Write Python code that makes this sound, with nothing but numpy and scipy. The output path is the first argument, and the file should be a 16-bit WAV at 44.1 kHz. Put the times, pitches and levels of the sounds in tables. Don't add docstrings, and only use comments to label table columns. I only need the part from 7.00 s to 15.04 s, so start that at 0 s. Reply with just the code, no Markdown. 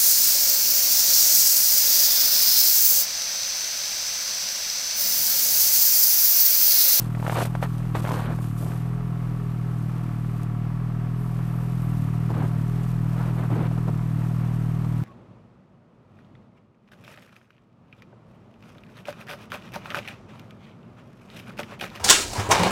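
import sys
import numpy as np
from scipy import signal
from scipy.fft import rfft, irfft
from scipy.io import wavfile

SR = 44100
rng = np.random.default_rng(int(sys.argv[2]) if len(sys.argv) > 2 else 0)


def rack_gain(trim_db):
    fader = np.asarray(trim_db, float)
    return 10 ** (fader / 20)


def wav_out(sig):
    wavfile.write(sys.argv[1], SR, np.round(np.clip(np.atleast_2d(sig).T, -1, 1) * 32767).astype(np.int16))


N = 354475
T = np.arange(N) / SR
TURN_S = (3.5, 5.1)
CRUST_ENDS_S = 3.5


def unit(x):
    return x / np.sqrt(np.mean(x ** 2))


def curve(table):
    s, value = np.transpose(table)
    return np.interp(T, s, value)


def turned(away, facing):
    return away + np.interp(T, TURN_S, (0, 1)) * (facing - away)


def colour(x, points, size=8192):
    hz, db = np.transpose(points)
    bin_hz = np.arange(size // 2 + 1) * SR / size
    gain_db = np.interp(np.log(bin_hz + 1), np.log(hz), db)
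    cepstrum = irfft(np.log(rack_gain(gain_db)))
    cepstrum[1:size // 2] *= 2
    cepstrum[size // 2 + 1:] = 0
    response = irfft(np.exp(rfft(cepstrum)))[:size // 2]
    return signal.fftconvolve(x, response)[:len(x)]


def ring(x, hz, width):
    return signal.lfilter(*signal.iirpeak(hz, hz / width, fs=SR), x)


def walk(at):
    steps = int(at[-1]) + 2
    return np.interp(at, np.arange(steps), rng.standard_normal(int(T[-1] * 100))[:steps])


def grains(rate, scatter_db, tail_s):
    size_db = scatter_db * rng.exponential(size=N).clip(0, 3)
    hits = (rng.random(N) < rate / SR) * rack_gain(size_db)
    envelope = signal.lfilter([1], [1, -np.exp(-1 / (tail_s * SR))], hits)
    return unit(envelope * rng.standard_normal(N))


def strokes(rows, rise, fall):
    levels = []
    for s, span, first_db, last_db, *_ in rows:
        hold = np.interp(T, (s, s + span), (first_db, last_db))
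        levels.append(hold - rise * (s - T).clip(0) - fall * (T - s - span).clip(0))
    return np.array(levels).clip(-120)


def rustle(size=800):
    # (time [s], level [dB])
    arm = [
        (0, -55),
        (2.05, -62),
        (3.44, -59),
        (3.48, -82),
        (4.05, -70),
        (4.3, -58.5),
        (4.9, -57),
        (6.0, -55),
        (8.04, -58.5),
    ]
    # (start [s], length [s], level at start [dB], level at end [dB])
    sweeps = [(0.0, 0.072, -43.5, -52.5), (.1, 0.19, -59, -45.5), (.27, 0.17, -44.5, -36.5),
              (.452, .025, -43, -48), (.624, 0.018, -42, -40), (.69, .07, -53, -59), (.95, 0.052, -47, -44),
              (1.02, 0.08, -47.5, -46), (1.12, 0.15, -43.5, -51), (1.29, 0.074, -57, -52.5),
              (1.42, 0.086, -51, -54.5), (1.58, 0.31, -49.5, -59)]
    # (time [s], peak [dB])
    ticks = [
        (0.4557, -17.5),
        (0.6963, -39),
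        (0.7816, -30),
        (0.8964, -48),
        (1.3744, -51),
        (3.4326, -31),
        (4.803, -40),
        (5.885, -48),
    ]
    # (frequency [Hz], density [dB per Hz])
    cloth = [(1000, -39), (2500, 1), (5200, -4.5), (7000, -5), (8300, -2.5), (10000, -5.5), (14000, -3),
             (16000, -51)]
    air_db = -60
    arm_db = curve(arm) + 1 * walk(T * 9)
    sweep_db = strokes(sweeps, rise=1200, fall=898).max(axis=0)
    cloth_db = np.maximum(arm_db, sweep_db)
    fine = grains(rate=2600, scatter_db=3.2, tail_s=.002) * rack_gain(cloth_db + .8)
    fine = fine + rack_gain(air_db) * rng.standard_normal(N)
    for (s, db), noise in zip(ticks, rng.standard_normal((len(ticks), size))):
        i = int(s * SR)
        fine[i:i + size] += rack_gain(db - 10.5) * noise * np.exp(-T[:size] / 0.0021)
    return colour(fine, cloth) * rack_gain(3.0)


def whisks():
    # (start [s], length [s], level at start [dB], level at end [dB], lowest frequency [Hz])
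    nylon = [
        (1.423, 0.069, -50, -58, 7500),
        (1.58, 0.17, -47.5, -55, 7500),
        (4.2, 0.077, -58, -57, 9500),
        (4.45, 0.17, -57, -55, 10500),
        (4.82, .22, -53, -57, 12300),
    ]
    hiss = rng.standard_normal(N)
    flutter_db = 1.9 * walk(T * 25)
    out = 0
    for row, stroke_db in zip(nylon, strokes(nylon, rise=330, fall=120)):
        highpass = signal.butter(3, row[-1], "high", fs=SR, output="sos")
        out = out + signal.sosfilt(highpass, hiss) * rack_gain(stroke_db + flutter_db)
    return out


def snow_colour(layers, bright_db, deep_db):
    # (frequency [Hz], density [dB per Hz])
    snow = [(35, -63), (80, -0.5), (950, -1), (1500, -5), (2500, -16.5), (4400, -27.5), (5000, -39),
            (9000, -78)]
    edges = ((310, "low"), ((400, 1800), "band"), (1800, "high"))
    bands = []
    for layer, (hz, kind) in zip(layers, edges):
        split = signal.butter(2, hz, kind, fs=SR, output="sos")
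        bands.append(signal.sosfilt(split, colour(layer, snow, size=2048)))
    low, mid, top = bands
    return (rack_gain(deep_db + 8.5) * low + mid + rack_gain(bright_db + 13) * top) / np.std(mid)


def boots():
    # (start [s], length [s], crunch at start [dB], crunch at end [dB], low thud [dB])
    tread = [(0.0, 0.064, -47, -47, 1.5), (0.24, 0.043, -38, -41, -5), (0.295, .036, -36, -32, -8),
             (0.348, 0.042, -29, -25.5, -6), (0.398, 0.024, -31, -23.5, -7), (.452, .025, -34, -43, -6),
             (0.631, .024, -25, -36.5, -14), (0.952, 0.015, -27.5, -31, -8),
             (0.972, 0.037, -37, -39.5, 1.5), (1.027, 0.16, -40, -33.5, -1), (1.159, 0.1, -33, -36.5, -4),
             (1.241, 0.094, -35.5, -37, 0.5), (1.606, 0.15, -47.5, -49.5, 7), (5.3, .05, -42.5, -40, 4),
             (5.342, .115, -39, -38.5, 0.5), (6.05, 0.14, -46, -51, -9), (6.159, 0.15, -42, -38.5, -1.5),
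             (6.37, .03, -42, -39, 0), (6.402, 0.052, -39.5, -38, 0), (6.51, 0.16, -37.5, -37.5, 4.5),
             (6.712, 0.014, -44, -42, -2), (6.771, 0.016, -44, -45, 7), (6.874, .02, -40, -42, 6)]
    steps = strokes(tread, rise=1502, fall=1105)
    load_db = steps.max(axis=0)
    deep_db = np.array(tread)[steps.argmax(axis=0), -1]
    bright_db = -14.5 + 0.25 * (load_db.clip(-60) + 43.5) - 1 * (T > CRUST_ENDS_S)
    crackle = grains(rate=900, scatter_db=3.0, tail_s=.0008) * rack_gain(2.5 * walk(T * 90))
    layers = []
    for crisp in (.3, .75, .3):
        scuff = grains(rate=3500, scatter_db=2.5, tail_s=.002) * rack_gain(1.8 * walk(T * 50))
        share = np.where(T < CRUST_ENDS_S, crisp, .12)
        layers.append(rack_gain(load_db) * (np.sqrt(share) * crackle + np.sqrt(1 - share) * scuff))
    scale = np.sqrt(np.mean(rack_gain(load_db) ** 2))
    return rack_gain(-0.5) * scale * snow_colour(layers, bright_db, deep_db)


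def cracks(size=3000):
    # (time [s], peak [dB], ring [Hz], brightness [dB])
    crust_breaks = [(0.15, -20.5, 684, 3), (0.172, -29, 773, -8), (0.199, -22, 507, 0),
                    (0.227, -19.5, 875, -7), (0.249, -21, 519, -10), (0.266, -13.5, 1270, 3),
                    (0.279, -12.5, 630, -4), (0.297, -9, 754, 1), (0.312, -36, 748, -13),
                    (0.324, -15, 802, -2), (0.331, -23, 875, -4), (0.358, -13, 930, -12),
                    (0.385, -14, 856, -16), (0.406, -22, 598, -3), (0.417, -13.5, 640, -10),
                    (0.427, -12, 541, -15), (0.453, -15.5, 600, 6), (0.552, -13.5, 880, -5),
                    (0.627, -11, 675, -6), (0.658, -23, 982, 2), (0.803, -30, 557, -1),
                    (0.951, -13, 850, -7), (0.957, -21, 915, -14), (0.988, -25, 1110, -8),
                   (1.043, -19, 595, -10), (1.051, -14.5, 770, 4), (1.063, -20, 1150, 4),
                   (1.073, -16, 1120, -14), (1.082, -21, 791, -14), (1.091, -15, 1000, -14),
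                   (1.109, -15, 940, -14), (1.117, -14, 1020, -14), (1.126, -19, 861, -17),
                   (1.141, -16, 1060, -11), (1.2, -27, 964, -14), (1.255, -32, 638, -14),
                   (1.312, -24, 904, -14), (1.388, -23.5, 754, -5), (1.443, -27, 934, -4),
                   (1.627, -26, 587, -10), (1.664, -27, 837, -14), (1.719, -26, 756, 7),
                   (3.041, -42, 778, -14)]
    # (time [s], peak [dB], ring [Hz], brightness [dB])
    lumps = [(5.304, -21, 557, -22), (5.351, -26, 501, -27), (5.375, -35, 580, -22), (5.404, -31, 576, -14),
             (6.367, -34, 509, -22), (6.503, -24, 600, -22), (6.713, -28, 686, -22), (6.777, -24, 660, -22),
             (6.88, -22.5, 580, -22), (6.891, -27, 614, -16), (7.847, -26, 1090, -22)]
    # (time [s], peak [dB], ring [Hz], brightness [dB])
    thuds = [
        (6.884, -18, 160, -36),
    ]
    rows = crust_breaks + lumps + thuds
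    out, t = np.zeros(N + size), T[:size]
    for (s, db, hz, bright_db), noise in zip(rows, rng.standard_normal((len(rows), size))):
        t60_s, deep_db = (0.026, -20) if s < CRUST_ENDS_S else (0.031, -2)
        puff = noise * (1 - np.exp(-t / .001)) * rack_gain(-60 * t / t60_s)
        snap = 2.4 * np.sign(noise[0]) * np.exp(-t / 0.00019)
        puff = puff + snap
        slab = 1.6 * unit(ring(puff, hz, hz / 3))
        burst = snow_colour([puff] * 3, bright_db, deep_db) + slab
        i = int(s * SR)
        out[i:i + size] += burst * rack_gain(db - 3.5) / np.abs(burst).max()
    return out[:N]


def firing_rate():
    # (time [s], firing rate [Hz])
    idle = [(0.0, 39.47), (0.73, 39.59), (1.46, 40.02), (2.19, 40.8), (2.92, 40.82), (3.65, 38.94),
            (4.39, 41.7), (5.12, 39.3), (5.85, 41.0), (6.58, 40.09), (7.31, 40.1), (8.04, 39.33)]
    # (time [s], swing [Hz])
    stumbles = [(0.54, 1.45), (0.66, 2.42), (0.86, 1.81), (0.98, -1.13), (1.22, -2.07), (1.52, -3.07),
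                (1.9, 0.99), (2.02, 1.36), (2.58, -1.12), (2.84, -1.95), (3.14, -2.1), (3.7, 0.89),
                (3.82, 1.91), (4.22, 0.78), (4.34, -1.27), (4.48, -1.78), (4.74, 1.32), (5.04, -2.39),
                (5.42, -1.85), (5.6, -2.38), (6.04, -2.25), (6.5, -0.97), (6.94, -1.95), (7.16, -1.91)]
    swing_s, recover_s = .1, .07
    rate = curve(idle)
    for s, hz in stumbles:
        rate = rate + hz * np.interp(T - s, (-swing_s, 0, recover_s), (0, 1, 0))
    return rate


def clatter(cycles, clatter_db):
    # (frequency [Hz], width [Hz], level turned away [dB], level facing [dB])
    panel_modes = [(709.7, 27, 4, 2), (994, 73, -3, -3.5), (1150, 155, 2.5, -2.5), (1277, 140, -1, -4.5),
                   (1674, 270, -10.5, -14.5)]
    # (frequency [Hz], density [dB per Hz])
    gas = [(28, -28), (140, -9), (460, -25), (900, -25), (2500, -37), (4000, -50.5), (6000, -52.5),
           (9000, -102)]
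    gas_db = -43
    knocks = 0
    for place, db in ((.035, 0), (.45, -4)):  # (share of the cycle, level [dB])
        count = np.floor(cycles / 2 - place + .012 * walk(cycles))
        knocks = knocks + rack_gain(db) * np.diff(count, prepend=0).clip(0, 1)
    shake = unit(knocks * rack_gain(1.6 * walk(cycles))) + .55 * rng.standard_normal(N)
    panels = 0
    for hz, width, away_db, facing_db in panel_modes:
        panels = panels + rack_gain(turned(away_db, facing_db)) * ring(ring(shake, hz, width), hz, width)
    pulse = 1 + 0.061 * np.cos(2 * np.pi * cycles + 0.55)
    rush = pulse * rack_gain(.9 * walk(T * 14)) * rng.standard_normal(N)
    rush_db = gas_db + 0.4 * (clatter_db + 56)
    return rack_gain(clatter_db + 1.03) * unit(panels) + rack_gain(rush_db) * unit(colour(rush, gas))


def exhaust(cycles, third_db, fourth_db, high_db, tenth_db):
    # (multiple of firing rate [-], level [dB])
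    orders = [(1, -13), (2, -21), (3, 1), (4, -3), (5, -11.5), (6, -21.5), (7, -19.5), (8, -22.5), (9, -30),
              (10, -26), (11, -53), (12, -42)]
    sway_db = {1: 1.3, 3: -0.05}
    strength_db = 0.19 * walk(cycles) + 0.17 * np.cos(np.pi * cycles)
    phase = 2 * np.pi * (cycles + .003 * walk(cycles))
    out, sway = 0, walk(T * 7)
    for k, db in orders:
        base_db = third_db + {4: fourth_db, 10: tenth_db}.get(k, db + (k > 4) * high_db)
        wander_db = walk(T * 9) * np.clip(.5 * (k - 4), .3, 3.) + sway_db.get(k, 0) * sway
        drift = walk(T * 12) * np.clip(.2 * (k - 4), .03, .45)
        lead = .3 * (min(k, 7) - 2.1) ** 2 - .25 + 1.6 * max(k - 7, 0)
        level_db = base_db + wander_db + strength_db * min(k / 3, 1)
        out = out + rack_gain(level_db) * np.cos(k * phase + lead + drift)
    return np.sqrt(2) * out


def sled():
    # (time [s], third order [dB])
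    heard = [
        (0, -29),
        (1.3, -28.5),
        (1.6, -29.5),
        (4.3, -28.5),
        (5.0, -27),
        (6.3, -26.5),
        (8.04, -27),
    ]
    rate = firing_rate()
    cycles = np.cumsum(rate) / SR + 1.98
    fast = rate - 40
    third_db = curve(heard) + 0.4 * fast
    fourth_db = turned(-2.5, -1.16) + turned(-0.17, -1.34) * fast
    high_db = turned(0, 0.23) - 2.17 * fast
    tenth_db = turned(-26.5, -28.5) + 2.5 * fast
    tone = exhaust(cycles, third_db, fourth_db, high_db, tenth_db)
    return tone + clatter(cycles, turned(-52, -48))


def scene():
    return (sled() + boots() + cracks() + rustle() + whisks())[None]


def top_cut(x):
    return signal.sosfilt(signal.butter(12, 14630, fs=SR, output="sos"), x)


def record(dry):
    lowpass = signal.ellip(12, .3, 70, 13980, fs=SR, output="sos")
    return top_cut(signal.sosfilt(lowpass, dry))


dry = scene()
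out = record(dry)
wav_out(out)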